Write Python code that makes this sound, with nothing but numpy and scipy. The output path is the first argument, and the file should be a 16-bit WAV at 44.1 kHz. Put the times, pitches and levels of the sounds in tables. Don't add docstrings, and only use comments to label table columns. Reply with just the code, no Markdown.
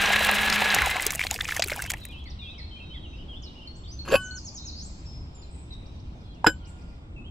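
import sys
import numpy as np
from scipy import signal
from scipy.fft import rfft, irfft
from scipy.io import wavfile
from scipy.ndimage import uniform_filter1d

SR = 44100
rng = np.random.default_rng(int(sys.argv[2]) if len(sys.argv) > 2 else 0)


def convert_level_to_amplitude(level_db):
    exponent = np.asarray(level_db, float) / 20
    return 10 ** exponent


def to_wav(s):
    ch = np.atleast_2d(s).T
    pcm = np.round(np.clip(ch, -1, 1) * 32767)
    wavfile.write(sys.argv[1], SR, pcm.astype(np.int16))


N = 321930


def evened(x):
    return x / np.sqrt(np.mean(x ** 2) + 1e-20)


def read(points, hz):
    f, value = np.transpose(points)
    return np.interp(np.log(hz + 1), np.log(f + 1), value)


def add(mix, s, sound):
    part = mix[round(s * SR):][:len(sound)]
    part += sound[:len(part)]


def columns(rows):
    s, *rest = np.transpose(rows)
    t = np.arange(s[0], s[-1], 1 / SR)
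    return s[0], *(np.interp(t, s, c) for c in rest)


def coloured(x, spectrum):
    gain_db = read(spectrum, abs(np.fft.fftfreq(4096, 1 / SR)))
    log_gain = np.log(convert_level_to_amplitude(np.maximum(gain_db, -100)))
    taps = np.fft.ifft(np.exp(np.conj(signal.hilbert(log_gain)))).real[:2048]
    return signal.oaconvolve(x, taps / np.linalg.norm(taps))[:len(x)]


def resonate(x, hz, width):
    turn = np.exp(2j * np.pi * np.cumsum(hz * np.ones(len(x))) / SR)
    r = np.exp(-np.pi * width / SR)
    return 2 * (turn * signal.lfilter([1 - r], [1, -r], x / turn)).real


def ring(modes):
    t = np.arange(SR // 2) / SR
    return sum(convert_level_to_amplitude(db - 60 * t / t60) * np.sin(2 * np.pi * hz * t) for hz, db, t60 in modes)


def grit(count, per_s, spread_db):
    draw = rng.random((count, 3))
    size = convert_level_to_amplitude(-spread_db * np.log(draw[:, 0] + 0.0041)) * np.sign(draw[:, 1] - .5)
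    return evened(size * (draw[:, 2] < per_s / SR))


def glide(length, first, last):
    return np.linspace(first, last, num=round(length * SR))


def whistle(hz, db, rough):
    rounded_hz = uniform_filter1d(hz, 150, mode="nearest")
    phase = 2 * np.pi * np.cumsum(rounded_hz) / SR
    hoarse = 1 + rough * evened(uniform_filter1d(rng.standard_normal(len(hz)), 60))
    tone = np.sin(phase) + convert_level_to_amplitude(-48.0) * np.sin(2 * phase)
    return np.sqrt(2) * convert_level_to_amplitude(db) * hoarse * tone * signal.windows.tukey(len(hz), .18)


# frequency in Hz, relative level in dB per Hz.
AIR = [(12, -33), (20, -6), (81, -4), (337, -18), (422, -25), (897, -27.5), (1440, -34), (1610, -36.5),
       (1910, -38.5), (3530, -40), (5380, -54.5), (7520, -51.5), (8180, -50.5), (9670, -78.5),
       (16000, -80.5)]
# frequency in Hz, correlation from -1 to 1.
SAME = [(25, 0.96), (60, 1), (130, 0.95), (290, 0.82), (640, 0.34), (1410, -0.5), (3100, -0.83),
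        (6820, -0.36), (15000, 0.08)]
# frequency in Hz, width in Hz, boost in dB.
RUMBLE = (59.5, 10.2, 9.36)
AIR_DB = -40.5


def air():
    frames, hz = N // 512 + 5, np.fft.rfftfreq(2048, 1 / SR)
    a, b, c, d, patches = np.moveaxis(rng.standard_normal((frames, 1025, 5)), (2, 1), (0, 1))
    patches = evened(uniform_filter1d(uniform_filter1d(patches, 20, 0), 12, 1))
    same = np.clip(read(SAME, hz), -1, 1)[:, None]
    left = a + 1j * b
    right = same * left + np.sqrt(1 - same ** 2) * (c + 1j * d)
    hump_hz, width, hump_db = RUMBLE
    colour_db = read(AIR, hz) + hump_db * np.exp(-((hz - hump_hz) / width) ** 2)
    z = np.array([left, right]) * convert_level_to_amplitude(colour_db[:, None] + 1.2 * patches)
    return convert_level_to_amplitude(AIR_DB) * evened(signal.istft(z, nperseg=2048, noverlap=1536)[1][:, :N])


# frequency in Hz, time to decay by 60 dB in seconds.
GARDEN_T60 = [(1000, 1.1), (4000, 1.15), (9000, 1.04)]


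def garden(x):
    t = np.arange(2 * SR) / SR
    taps = rng.standard_normal((3, 2 * SR)) * (t > .004) * (1 + 4.2 * np.exp(-t / 0.012))
    sides = taps[0] + 1.7 * taps[1:]
    hz, t, z = signal.stft(sides, SR, nperseg=256)
    decay = convert_level_to_amplitude(-60 * t / read(GARDEN_T60, hz)[:, None])
    tail = signal.istft(z * decay, SR, nperseg=256)[1]
    return signal.fftconvolve(x[None], tail / np.linalg.norm(tail[0]), axes=1)[:, :N]


# level in dB, pitch curve as pairs of time in seconds and frequency in Hz.
WARBLES = [(-52.5, [(2.095, 3640), (2.14, 2900), (2.17, 3080), (2.2, 3450), (2.22, 3230)]),
           (-49.5, [(1.155, 2960), (1.18, 2670), (1.22, 2580)]), (-49, [(1.235, 2950), (1.26, 3320),
           (1.275, 3350)]), (-47, [(1.475, 2960), (1.5, 2670), (1.54, 2570)]), (-48, [(1.555, 2940),
           (1.58, 3300), (1.595, 3350)]), (-47, [(1.795, 2930), (1.82, 2670), (1.86, 2590)]),
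           (-47.5, [(1.875, 2980), (1.9, 3300), (1.915, 3370)]), (-49, [(2.015, 4290), (2.03, 3730),
           (2.045, 3620)]), (-52, [(2.255, 4050), (2.28, 4820)]), (-54.5, [(2.2, 2850), (2.225, 3300),
           (2.24, 3300)]), (-54, [(2.54, 2900), (2.565, 3310)]), (-54.5, [(2.275, 3540), (2.295, 3690)]),
           (-50, [(2.12, 2980), (2.14, 2700), (2.17, 2580)]), (-47, [(2.385, 4150), (2.4, 3750),
           (2.46, 3200), (2.53, 4020)]), (-50, [(2.455, 2780), (2.48, 2617), (2.52, 2583)]),
           (-49, [(2.705, 3150), (2.755, 3117), (2.795, 3200), (2.805, 2950)]), (-47.5, [(2.795, 2910),
           (2.812, 2550), (2.83, 2690)]), (-48.5, [(2.9, 3000), (2.93, 3100), (2.95, 3540), (2.97, 3260),
           (2.99, 3190)]), (-50, [(3.03, 3380), (3.07, 2700)]), (-52, [(3.13, 2560), (3.142, 2700),
           (3.155, 2770)]), (-53, [(3.18, 2750), (3.19, 3096), (3.2, 2780), (3.21, 3220), (3.22, 2910),
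           (3.24, 2990)]), (-48.5, [(3.28, 3500), (3.29, 3245), (3.32, 3225), (3.34, 2850), (3.37, 3550),
           (3.39, 3300)]), (-51, [(3.43, 4620), (3.445, 5600), (3.46, 4320), (3.49, 3600)]),
           (-53, [(3.55, 2734), (3.575, 3000), (3.6, 2730), (3.62, 3130), (3.64, 2720), (3.66, 3150),
           (3.675, 3000)]), (-54, [(3.835, 3220), (3.85, 3860), (3.86, 3000), (3.875, 3810)]),
           (-50, [(3.87, 4330), (3.91, 5050), (3.92, 6030), (3.96, 6230)]), (-47.5, [(4.72, 4200),
           (4.75, 4380), (4.78, 5000), (4.81, 5440), (4.84, 7150), (4.88, 7900)]), (-60.5, [(3.752, 5400),
           (3.767, 7400)]), (-47.5, [(5.705, 3975), (5.725, 3875), (5.745, 3680)]), (-64, [(6.24, 3420),
           (6.35, 3220)]), (-66, [(6.25, 4180), (6.33, 4060)]), (-67, [(6.35, 2950), (6.385, 2580)]),
           (-64, [(6.635, 3090), (6.67, 3190)]), (-65, [(6.58, 1390), (6.7, 1430), (6.9, 1400)]),
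           (-48.5, [(2.58, 5860), (2.595, 4300), (2.62, 4100), (2.655, 4330)]), (-51, [(2.298, 6000),
           (2.312, 4700), (2.325, 3320)]), (-58.5, [(3.42, 3150), (3.45, 2906), (3.53, 2920)]),
           (-65.5, [(6.59, 3480), (6.64, 2950), (6.7, 2780)]), (-52.5, [(7.16, 2740), (7.185, 2530),
           (7.21, 2660)]), (-54.5, [(7.24, 2740), (7.27, 3300), (7.29, 3100)])]
# start in seconds, length in seconds, frequency in Hz, level in dB.
LEVEL_WHISTLES = [(1.977, 0.25, 3990, -53.5), (1.125, 0.022, 2480, -47), (1.445, .025, 2480, -44),
                  (1.765, 0.024, 2480, -41), (2.66, 0.15, 4080, -56), (2.089, 0.031, 2460, -49),
                  (2.389, 0.057, 2820, -49), (2.416, 0.053, 2450, -48.5), (2.424, 0.2, 3870, -49.5),
                  (2.759, .025, 2450, -49), (2.81, 0.4, 3854, -52), (3.673, 0.024, 4345, -36),
                  (3.76, 0.076, 7540, -54.5), (3.987, 0.07, 4290, -38), (4.308, 0.021, 4330, -35),
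                  (4.568, 0.233, 3864, -48.5), (4.572, 0.28, 4180, -51.5), (5.05, 0.27, 5210, -50.5),
                  (5.05, 0.21, 5500, -55), (5.342, 0.15, 7240, -54.5), (6.7, .15, 7350, -68),
                  (2.66, 0.14, 4300, -61), (2.6, 0.21, 2266, -60)]
# start in seconds, length in seconds, first frequency in Hz, level in dB.
FALLS = [(4.08, 0.026, 6860, -46), (4.209, .07, 7730, -46.5), (4.345, 0.049, 7360, -42.5),
         (4.443, 0.053, 7450, -43), (4.541, 0.048, 7500, -42.5), (4.647, 0.058, 7160, -42.5)]
# start in seconds, first frequency in Hz, level in dB.
CHIPS = [(3.421, 7320, -56), (5.417, 5740, -56)]
# start in seconds, level in dB.
CHUPS = [(1.285, -52.5), (1.605, -58), (1.935, -58.5), (2.255, -53), (2.58, -52), (2.94, -54.5)]
# start in seconds, level in dB.
TWEETS = [(5.721, -60), (5.855, -62), (5.99, -61.5), (6.205, -67.5), (6.335, -66), (6.646, -59.5),
          (6.81, -63.5)]
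WHISTLE_FADE_DB, WHISTLE_WANDER, WHISTLE_SAG = -18, 0.0033, .015
FALL_HZ_PER_S, FALL_SLOW_HZ_PER_S, TRILL_S = 58000, 27000, 4.3
CHIP_S, CHIP_DROP, CHIP_FALL_S = 0.028, 0.31, 0.0074
CHUP_S, CHUP_FIRST_HZ, CHUP_LAST_HZ = 0.03, 2290, 1820
TWEET_S, TWEET_FIRST_HZ, TWEET_LAST_HZ = .017, 3850, 6250


def notes():
    out = [(*columns(pitch), db) for db, pitch in WARBLES]
    for s, length, hz, db in LEVEL_WHISTLES:
        wander = evened(uniform_filter1d(rng.standard_normal(round(length * SR)), 500))
        settled = 1 - np.exp(-glide(length, 0, length) / .03)
        pitch = hz * (1 + WHISTLE_WANDER * wander - WHISTLE_SAG * settled)
        out.append((s, pitch, db + glide(length, 0, WHISTLE_FADE_DB)))
    for s, length, hz, db in FALLS:
        rate = FALL_HZ_PER_S if s > TRILL_S else FALL_SLOW_HZ_PER_S
        onset_db = -9 * np.exp(-glide(length, 0, length) / 0.0053)
        out.append((s, glide(length, hz, hz - rate * length), db + onset_db))
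    drop = 1 - CHIP_DROP * (1 - np.exp(-glide(CHIP_S, 0, CHIP_S) / CHIP_FALL_S))
    out += [(s, hz * drop, db) for s, hz, db in CHIPS]
    out += [(s, glide(CHUP_S, CHUP_FIRST_HZ, CHUP_LAST_HZ), db) for s, db in CHUPS]
    return out + [(s, glide(TWEET_S, TWEET_FIRST_HZ, TWEET_LAST_HZ), db) for s, db in TWEETS]


CHATTER_DB, CHATTER_NOTES, CHATTER_ENDS_S = -74.5, 1533, 6.95


def chatter():
    far = np.zeros(N)
    for when, pitch, bend, length, size in rng.random((CHATTER_NOTES, 5)):
        count = round((0.019 + 0.055 * length) * SR)
        hz = (2500 + 3600 * pitch ** 1.5) * np.geomspace(1, .7 + 0.35 * bend, num=count)
        add(far, when * CHATTER_ENDS_S, whistle(hz, CHATTER_DB - 8 * size, 1.03))
    return far


# start in seconds, length in seconds, frequency in Hz, width in Hz, level in dB.
BUZZES = [(4.191, 0.041, 8100, 700, -55), (4.774, 0.053, 4620, 610, -47), (4.86, 0.028, 7870, 603, -66.5),
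          (5.486, 0.18, 8000, 700, -62), (6.666, 0.047, 7730, 1383, -59.5)]
# valid until in seconds, lead of the left side in samples.
BIRD_SIDES = [(5., 15), (5.4, -6), (6.9, -17), (7.4, 22)]
GARDEN_DB = -1.2


def birds():
    near = np.zeros(N)
    for s, hz, db in notes():
        add(near, s, whistle(hz, db, 0.14))
    for s, length, hz, width, db in BUZZES:
        hiss = resonate(resonate(rng.standard_normal(round(length * SR)), hz, width), hz, width)
        add(near, s, convert_level_to_amplitude(db) * evened(hiss) * signal.windows.tukey(len(hiss), .5))
    until, lead = np.transpose(BIRD_SIDES)
    at = np.arange(N)
    half = lead[np.searchsorted(until * SR, at)] / 2
    sides = np.array([np.interp(at + half, at, near), np.interp(at - half, at, near)])
    return sides + garden(convert_level_to_amplitude(GARDEN_DB) * near + chatter())


# time in seconds, level in dB, loudest tone in Hz, its rise in seconds,
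# drive of the glass in dB.
KNOCKS = [(4.0787, -26, 1230, 0.00058, -42), (4.086, -26, 1500, 0.0013, -50),
          (4.091, -24.5, 350, .003, -48), (4.103, -29, 1110, 0.0015, -38), (4.111, -21.5, 484, .002, -40),
          (4.122, -9.5, 470, 0.002, -36), (4.129, -11, 620, 0.002, -36), (4.134, -13.5, 582, .002, -32),
          (4.141, 1, 552, 0.0037, -22), (4.132, -9, 1640, 0.002, -29.5), (4.145, -18, 2560, .002, -33),
          (4.155, -16, 2670, 0.0012, -15), (4.156, -22, 4500, 0.001, -35), (6.444, -4.5, 915, 0.00071, -26),
          (6.4445, -26.5, 5040, .0005, -35.5), (6.4646, -13, 885, 0.0006, -26.5),
          (6.4637, -10, 1530, .0006, -29.5), (6.4688, -18, 4970, .0006, -13),
          (6.471, -17, 531, 0.00064, -33), (6.468, -10, 314, 0.0043, -11), (6.472, -7.5, 1440, 0.001, -32)]
KNOCK_CYCLES = 22


def knocks(direct, force, rim):
    t = np.arange(SR // 2) / SR
    for s, db, hz, rise, glass_db in KNOCKS:
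        tone = ring([(hz, db, KNOCK_CYCLES / hz)])
        add(direct, s, tone * (1 - np.exp(-(t / rise) ** 2)))
        add(force, s, convert_level_to_amplitude(db - 38.0) * np.hanning(9))
        add(rim, s, convert_level_to_amplitude(glass_db) * np.array([.25, .5, .25]))


# time in seconds, rubbing force in dB.
LIFT = [(4.048, -64), (4.052, -48), (4.075, -49), (4.085, -37), (4.098, -44), (4.115, -32.5), (4.135, -30),
        (4.158, -25), (4.17, -50), (4.185, -48)]
# time in seconds, rubbing force in dB.
SETTLE = [(6.4636, -42.5), (6.465, -14.5), (6.472, -16), (6.478, -23.5), (6.49, -29.5), (6.505, -49)]
# frequency in Hz, relative level in dB per Hz.
RUB = [(300, 1.5), (1500, 5.5), (2150, -2), (3000, -1), (5000, -8), (8000, -25), (9000, -58)]
# frequency in Hz, relative level in dB per Hz.
RUB_TREBLE = [(5000, -30.5), (8000, 3.5), (13500, -6), (14500, -30)]


def rubbing(direct, force, rim):
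    for stroke, per_s in ((LIFT, 1200), (SETTLE, 6000)):
        s, force_db = columns(stroke)
        rub = convert_level_to_amplitude(force_db) * grit(len(force_db), per_s, 2.2)
        add(force, s, convert_level_to_amplitude(-30.5) * rub)
        add(rim, s, convert_level_to_amplitude(-22) * rub)
        add(direct, s, convert_level_to_amplitude(-7.5) * coloured(rub, RUB))
        hiss_db = -20 + 1.5 * (force_db - force_db.max())
        add(direct, s, convert_level_to_amplitude(hiss_db) * coloured(rub, RUB_TREBLE))


# frequency in Hz, relative level in dB, 60 dB decay time in seconds.
FULL_GLASS = [(1118, -7.5, 0.13), (2560, -6.5, 0.057), (2680, -5, 0.042), (1500, -0.5, 0.016),
              (3000, -14, 0.045), (4480, -8, 0.024), (4880, -19, 0.048), (7370, -14, 0.11),
              (10100, -16.5, 0.086), (11200, -31.5, 0.059), (12500, -23, 0.074), (12980, -28, 0.11)]
# frequency in Hz, level in dB, 60 dB decay in seconds.
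FREE_GLASS = [(1497, -33, 1.3), (2998, -36, .55), (5006, -50, .35)]
# frequency in Hz, relative level in dB, 60 dB decay time in seconds.
EMPTY_GLASS = [(1502, -12, 0.12), (1588, -4, 0.09), (2988, -18, 0.15), (3040, -21, 0.13), (5055, -9, 0.074),
               (6541, -30, .07), (7429, -16, 0.055), (7390, -23, 0.16), (9749, -35, .12), (10090, -32, .12),
               (11150, -38, .09), (12690, -32, .1)]
# frequency in Hz, relative level in dB, 60 dB decay time in seconds.
STAND = [(294, -27.5, 0.024), (552, 5.5, 0.059), (787, -1.5, 0.054), (926, -12.5, 0.032), (993, -7, 0.09),
         (1643, 2, 0.056), (2310, -14.5, 0.03), (2480, -1.5, 0.017), (2700, -15.5, 0.061),
         (2070, -10, 0.046), (3870, -8.5, 0.027), (4600, -15.5, .025)]
FREE_S, GRIP_S = 4.156, 4.385


def glasses():
    direct, force, rim = np.zeros((3, N))
    knocks(direct, force, rim)
    rubbing(direct, force, rim)
    gripped = np.arange(N) > GRIP_S * SR
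    full = signal.oaconvolve(rim * ~gripped, ring(FULL_GLASS))[:N]
    add(full, FREE_S, ring(FREE_GLASS))
    full *= uniform_filter1d(1. - gripped, 60)
    empty = signal.oaconvolve(rim * gripped, ring(EMPTY_GLASS))[:N]
    return direct + full + empty + signal.oaconvolve(force, ring(STAND))[:N]


def pop(hz, cycles, rise):
    u = np.arange(round(4 * cycles / hz * SR)) / SR * hz / cycles
    return (1 - np.exp(-u / 0.076)) * np.exp(-u) * np.sin(2 * np.pi * cycles * (u + rise * u ** 2))


# time in seconds, relative level in dB.
TRICKLE = [(0.0, -42.5), (0.47, -45), (0.65, -41), (0.96, -47), (1.15, -47.5), (1.17, -57.5), (1.2, -44),
           (1.27, -39), (1.288, -62), (1.305, -46.5), (1.36, -46.5), (1.39, -49), (1.41, -51), (1.51, -46),
           (1.55, -45.5), (1.6, -51.5), (1.645, -52.5), (1.665, -54), (1.7, -45), (1.79, -50.5),
           (1.87, -49.5), (1.892, -64), (1.905, -41), (1.93, -57), (1.99, -65), (2.06, -74), (2.3, -87)]
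SMALL_PER_S, SMALL_SPLAT_DB, SMALL_MIST_DB, SMALL_BUBBLE_DB, SMALL_SPREAD_DB = 12, 10, -9, 18.5, 7.5
SMALL_LOW_HZ, SMALL_HIGH_HZ = 600, 9000


def small_drips():
    s, db = np.transpose(TRICKLE)
    when, size, pocket, pitch = rng.random((round(SMALL_PER_S * s[-1]), 4)).T
    when = when * s[-1]
    level_db = np.interp(when, s, db) - SMALL_SPREAD_DB * size
    drips = [(w, d + SMALL_SPLAT_DB, SMALL_MIST_DB) for w, d in zip(when, level_db)]
    hz = SMALL_LOW_HZ * (SMALL_HIGH_HZ / SMALL_LOW_HZ) ** pitch
    bubble_db = level_db + SMALL_BUBBLE_DB - SMALL_SPREAD_DB * pocket / 2
    return drips, list(zip(when, bubble_db, hz))


def spray_and_murmur(body, treble, pitched):
    s, level_db = columns(TRICKLE)
    count, t = len(level_db), np.arange(300) / SR
    level_db = level_db + 4.8 * evened(uniform_filter1d(rng.standard_normal(count), 700))
    puffs = rng.standard_normal((5, 300)) * np.exp(-((t - .003) / 0.0023) ** 2)
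    for layer, db in ((body, 1.5), (treble, -3)):
        ticks = sum(signal.oaconvolve(grit(count, 85., 1.0), puff)[:count] for puff in puffs)
        clump_db = 1.7 * evened(uniform_filter1d(rng.standard_normal(count), 1200))
        spray = 0.32 * rng.standard_normal(count) + evened(ticks)
        add(layer, s, convert_level_to_amplitude(level_db + db + clump_db) * spray)
    level_db = uniform_filter1d(level_db, 4000)
    for hz in np.geomspace(450, 12000, num=20):
        murmur = signal.oaconvolve(grit(count, 15.0, 2.3), pop(hz, 3.2, 0.037))[:count]
        pitch_db = read(((450, 3), (2200, 3.0), (5000, -4.0), (12000, -26.5)), hz)
        add(pitched, s, convert_level_to_amplitude(level_db - 12.5 + pitch_db) * evened(murmur))


TINT_LOW_HZ, TINT_HIGH_HZ, TINT_Q, TINT = 1800, 7000, 5.8, 1.73


def noisy_bursts(bursts, body, treble):
    t = np.arange(900) / SR
    for (s, db, mist_db), noise in zip(bursts, rng.standard_normal((len(bursts), 900))):
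        decay = np.exp(-t / 0.0027) + 0.3 * np.exp(-t / 0.01)
        burst = np.tanh(noise) * (1 - np.exp(-t / 0.00051)) * decay
        burst[30:33] += 1.5
        tint_hz = TINT_LOW_HZ * (TINT_HIGH_HZ / TINT_LOW_HZ) ** (.5 + np.tanh(noise[-1]) / 2)
        tinted = resonate(burst, tint_hz, tint_hz / TINT_Q)
        add(body, s, convert_level_to_amplitude(db) * (0.26 * burst + TINT * tinted))
        mist_decay = np.exp(-t / 0.0014) + 0.076 * np.exp(-t / 0.0047)
        mist = noise[::-1] * (1 - np.exp(-(t / 0.00099) ** 2)) * mist_decay
        add(treble, s, convert_level_to_amplitude(db + mist_db) * mist)


CYCLES_AT_KHZ, CYCLES_SLOPE = 4.22, 0.33
POP_RISE = 0.11


def pitched_pops(pops, body, pitched):
    t = np.arange(200) / SR
    for (s, db, hz), noise in zip(pops, rng.standard_normal((len(pops), 3000))):
        cycles = CYCLES_AT_KHZ * (hz / 1000) ** CYCLES_SLOPE
        tone = pop(hz, cycles, POP_RISE * min(abs(noise[0]), 2) / 2)
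        flutter = 1 + 0.34 * evened(uniform_filter1d(noise, round(SR / hz)))[:len(tone)]
        add(pitched, s, convert_level_to_amplitude(db) * tone * flutter)
        add(body, s, convert_level_to_amplitude(db - 10.5) * noise[:200] * np.exp(-t / .0008))


# time in seconds, burst level in dB, mist against burst in dB.
BURSTS = [(.058, -19, -10), (.0925, -32, -10), (.1595, -20, 3), (.1915, -17, -4), (.226, -21, -14),
          (.247, -16.5, 3), (.2687, -17.5, -3), (.3122, -22.5, 7), (.4603, -22, 2), (.48, -29, -6),
          (.4994, -15.5, -2.5), (.5255, -13, -13), (.7025, -16, -18), (.7213, -21, -3), (.7453, -12.5, 3.5),
          (.7841, -30, -1), (.8185, -25, 4), (.859, -25, 7), (.9009, -30, 11), (.9098, -22.5, 0),
          (1.0062, -32, 11), (1.0218, -26.5, 10), (1.051, -42, 19), (1.065, -14.5, 8), (1.1054, -17.5, -3),
          (1.121, -45, 19), (1.1504, -31.5, 13), (1.1555, -38, 20.5), (1.1925, -30.5, 5),
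          (1.2393, -28, -10), (1.2685, -31, -9), (1.3023, -38, -18), (1.3107, -21, 4), (1.3409, -26, 5),
          (1.4112, -23, -20), (1.4436, -28.5, -19), (1.5239, -26, -16), (1.5645, -22.5, 4.5),
          (1.595, -19, -9), (1.622, -9.5, -14), (1.6736, -37, 13), (1.66, -33, -10), (1.761, -39, -10),
          (2.038, -52, 5), (2.064, -46, -8), (1.703, -23, -13), (1.719, -23.5, -3), (1.729, -26, -17),
          (1.7612, -41, 17), (1.8203, -30, 11.5), (1.862, -30, 2), (1.9028, -19, 1.5), (1.936, -26, -3),
          (1.9813, -47, 5), (2.052, -39.5, 15.5), (2.0862, -48, 4), (1.42, -38, 11), (1.353, -34, -7),
          (1.488, -22.5, -4), (1.641, -27, 9.5), (1.683, -26, 6), (2.11, -52, 1), (2.19, -65, 3),
          (2.2408, -54, -8)]
# time in seconds, level in dB, frequency in Hz.
POPS = [(0.039, -14.5, 2640), (.105, -15, 715), (.1251, -26, 2100), (0.1338, -10, 1970),
        (0.163, -19.5, 2100), (.209, -18, 597), (0.227, -27, 1940), (0.292, -17, 2650), (.293, -13.5, 777),
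        (.478, -20, 796), (0.4837, -20, 2170), (0.525, -17, 1295), (0.526, -20, 2340), (0.561, -11.5, 2480),
        (.5806, -15, 2100), (0.619, -17.5, 815), (0.6584, -12.5, 2100), (0.745, -25, 1506),
        (.764, -16, 790), (0.786, -8.5, 1850), (0.8191, -12.5, 1370), (0.8205, -12.5, 1980),
        (.871, -18, 750), (.958, -19, 736), (0.9666, -15, 1970), (0.9977, -16.5, 2020), (1.0397, -28, 2150),
        (1.064, -26, 380), (1.064, -35, 2200), (1.0871, -32, 2400), (1.1052, -18, 2100),
        (1.194, -14.5, 2140), (1.2137, -12, 2180), (1.238, -18, 1820), (1.25, -26.5, 720),
        (1.268, -17, 4000), (1.3073, -23, 2600), (1.315, -24.5, 756), (1.361, -24, 2430),
        (1.3897, -25, 1700), (1.4093, -13.5, 3410), (1.4528, -20, 2310), (1.487, -24.5, 1270),
        (1.492, -22, 1800), (1.5091, -18, 2240), (1.522, -18, 1720), (1.5635, -19, 1800),
        (1.571, -19.5, 1770), (1.595, -19, 628), (1.599, -23, 2400), (1.6217, -17, 1980),
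        (1.639, -20, 2290), (1.66, -31.5, 393), (1.698, -20, 1900), (1.719, -23.5, 570),
        (1.7187, -20, 1860), (1.727, -21.5, 1490), (1.78, -28.5, 740), (1.7924, -23, 1540),
        (1.8, -24.5, 1530), (1.8223, -25, 1960), (1.8514, -27, 2120), (1.875, -33, 2670),
        (1.903, -36, 2780), (1.918, -19, 7000), (1.936, -29.5, 670), (1.9387, -20.5, 1794),
        (1.062, -24, 2280), (1.0653, -14.5, 4770), (1.121, -20, 10200), (1.136, -27, 3220),
        (1.15, -20, 7150), (1.1562, -23, 6640), (1.178, -29, 2660), (1.205, -23, 2010), (1.209, -19, 2100),
        (1.227, -22, 2060), (1.233, -25, 2800), (1.2377, -23, 3200), (1.2505, -38, 8060),
        (1.2674, -21, 2370), (1.311, -11.5, 6520), (1.3107, -20.5, 4600), (1.328, -32.5, 890),
        (1.343, -20, 4600), (1.354, -30, 7660), (1.406, -22, 1700), (1.444, -28, 7100), (1.446, -26, 5660),
        (1.5235, -22, 3030), (1.5795, -29, 2400), (1.6, -23.5, 3200), (1.644, -25, 4170),
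        (1.681, -32, 1390), (1.716, -22, 2100), (1.735, -25, 5200), (1.761, -32, 860), (1.7746, -32, 2870),
        (1.806, -29, 1570), (1.823, -24, 6000), (1.84, -26, 5060), (1.902, -14.5, 6360), (1.971, -38, 2690),
        (2.051, -35, 2350), (1.742, -32, 1500), (1.8405, -34, 700), (1.917, -36, 710), (1.623, -32, 760),
        (1.5657, -29.5, 760), (1.149, -30.5, 600), (0.432, -15, 2400), (0.059, -18, 4000),
        (.075, -17, 2900), (.725, -16, 2000)]
# frequency in Hz, relative level in dB per Hz.
BURST_COLOUR = [(600, -32.5), (1500, -3.5), (2250, 0), (3800, -7), (6500, -6.5), (8000, -9.5), (10000, -33)]
# frequency in Hz, relative level in dB per Hz.
MIST_COLOUR = [(5000, -16.5), (8000, 3), (11000, 0.5), (14500, -2), (15800, -9.5), (16500, -50.5)]


def juice_and_clunks():
    body, treble, pitched = np.zeros((3, N))
    drips, bubbles = small_drips()
    noisy_bursts(BURSTS + drips, body, treble)
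    pitched_pops(POPS + bubbles, body, pitched)
    spray_and_murmur(body, treble, pitched)
    return coloured(body, BURST_COLOUR) + coloured(treble, MIST_COLOUR) + pitched


# time in seconds, boost in dB.
CATCHES = [(.163, 7.1), (.295, 5.4), (.385, 2.6), (0.481, 4.3), (.62, 3.1), (0.745, 4.1), (.873, 1.9),
           (0.913, 6.3)]
CATCH_S = 0.0054


def catching(count):
    t = np.arange(count) / SR
    return convert_level_to_amplitude(sum(db * np.exp(-((t - s) / CATCH_S) ** 2) for s, db in CATCHES))


# time in seconds, level in dB.
GRIND = [(0.0, -23), (0.47, -25), (0.654, -24.5), (0.788, -24.5), (1.002, -33.5), (1.102, -36), (1.2, -64)]
# frequency in Hz, relative level in dB per Hz.
HOUSING = [(88, -41.5), (150, -13.5), (201, -11), (264, -14.5), (566, -8), (805, -4), (1170, -4),
           (1690, -5), (1900, -4.5), (4000, -6.5), (4580, -16.5), (14800, -33.5), (16000, -38.5)]
# frequency in Hz, width in Hz, relative gain in dB.
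HOUSING_MODES = [(790, 35, -7.5), (1700, 170, -3.5), (2100, 250, -10.5), (2580, 360, -7.5),
                 (3960, 120, -12)]


def gears():
    out = np.zeros(N)
    s, level_db = columns(GRIND)
    teeth = coloured(grit(len(level_db), 4000, 2.64), HOUSING) * catching(len(level_db))
    teeth = teeth + sum(3 * convert_level_to_amplitude(db) * resonate(teeth, hz, width) for hz, width, db in HOUSING_MODES)
    fade_out = np.minimum(np.arange(len(teeth))[::-1] / 2000, 1)
    add(out, s, convert_level_to_amplitude(level_db) * evened(teeth) * fade_out)
    return out


# time in seconds, turns per second.
SPEED = [(0.0, 197), (0.18, 212), (0.36, 204), (0.47, 213), (0.58, 208), (0.65, 212), (0.74, 204)]
# time in seconds, change in dB.
DROPOUTS = [(0.07, -2), (0.368, -29), (0.608, -23)]
OFF_S, SLOWING_PER_S, CRAWL_PER_S, STALL_S = .735, 1500, 61, .9
SEGMENTS = 8
HUM_DB, HUM_WAVER_DB, OVERTONE_DB = -41, 2, -9
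FRAME_HZ, FRAME_WIDTH_HZ, FRAME_DB = 57, 19, 14.5
FRAME_FADE_DB_PER_S = 298
WHINE_DB, WHINE_FADE_DB_PER_S, DROPOUT_S = -30.5, 597, 0.017


def shaft():
    out, t = np.zeros(N), np.arange(0, STALL_S, 1 / SR)
    coast = np.maximum(t - OFF_S, 0)
    powered = np.interp(t, *np.transpose(SPEED))
    speed = np.maximum(powered - SLOWING_PER_S * coast, CRAWL_PER_S)
    crawled = np.cumsum(speed <= CRAWL_PER_S) / SR
    waver = evened(uniform_filter1d(uniform_filter1d(rng.standard_normal(len(t)), 1500), 1500))
    shake_db = FRAME_DB * np.exp(-((speed - FRAME_HZ) / FRAME_WIDTH_HZ) ** 2)
    hum_db = HUM_DB + HUM_WAVER_DB * waver + shake_db - FRAME_FADE_DB_PER_S * crawled
    dips_db = sum(db * np.exp(-((t - s) / DROPOUT_S) ** 2) for s, db in DROPOUTS)
    wobble = evened(uniform_filter1d(rng.standard_normal(len(t)), 400))
    whine_db = WHINE_DB - WHINE_FADE_DB_PER_S * coast + dips_db + 0.7 * wobble
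    phase = 2 * np.pi * np.cumsum(speed * (1 + 0.0018 * wobble)) / SR
    hum = convert_level_to_amplitude(hum_db) * (np.sin(phase) + convert_level_to_amplitude(OVERTONE_DB) * np.sin(2 * phase))
    whine = convert_level_to_amplitude(whine_db) * np.sin(SEGMENTS * phase)
    fade_out = np.minimum(np.arange(len(t))[::-1] / 400, 1)
    add(out, 0, np.sqrt(2) * (hum + whine) * fade_out)
    return out


# start in seconds, length in seconds, first frequency in Hz,
# last frequency in Hz, level in dB.
COASTING = [(.825, .045, 2030, 2070, -34), (.89, .05, 2040, 2090, -34), (.99, .05, 2040, 2080, -40),
            (.815, .055, 1100, 960, -33), (.95, .04, 1125, 960, -36)]


def motor():
    out = shaft() + gears()
    for s, length, first_hz, last_hz, db in COASTING:
        add(out, s, whistle(glide(length, first_hz, last_hz), db, 0.458))
    return out


ROTATIONS_PER_S = 9


def widened(x, side, decay_s):
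    t, hz = np.arange(3000) / SR, np.fft.rfftfreq(3000, 1 / SR)
    spread = rfft(rng.standard_normal((3, 3000)) * np.exp(-t / decay_s), axis=1)
    spread *= convert_level_to_amplitude(read(side, hz)) / np.sqrt(uniform_filter1d(abs(spread) ** 2, 15, axis=1))
    filters = irfft(spread, axis=1) * (t < .05)
    turn = 2 * np.pi * (ROTATIONS_PER_S * np.arange(N) / SR + np.arange(3)[:, None] / 3)
    sent = x * np.sqrt(2 / 3) * np.cos(turn)
    other = signal.oaconvolve(sent, filters, axes=1)[:, :N].sum(axis=0)
    return np.array([x + other, x - other])


# frequency in Hz, side level against the middle in dB.
GLASS_SIDE = [(60, -4), (180, -5.5), (550, -15), (1650, -12), (4970, -11), (15000, -5)]
# frequency in Hz, side level against the middle in dB.
JUICE_SIDE = [(300, -22), (3000, -24.5), (8000, -25), (15000, -19.5)]
# frequency in Hz, side level against the middle in dB.
MOTOR_SIDE = [(60, -10.5), (180, -4.5), (550, -3), (1650, -15.5), (4970, -14), (15000, -9)]


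def scene():
    background = air() + birds()
    stand = widened(glasses(), GLASS_SIDE, 0.0046)
    splashes = widened(juice_and_clunks(), JUICE_SIDE, .003)
    press = widened(motor(), MOTOR_SIDE, 0.011)
    return background + stand + splashes + press


TOP_HZ = 16000


def top_cut(x):
    return signal.sosfilt(signal.butter(12, 16660, fs=SR, output="sos"), x)


def record(dry):
    limited = signal.oaconvolve(dry, signal.firwin(255, TOP_HZ, fs=SR)[None], "same")
    return top_cut(limited)


dry = scene()
out = record(dry)
to_wav(out)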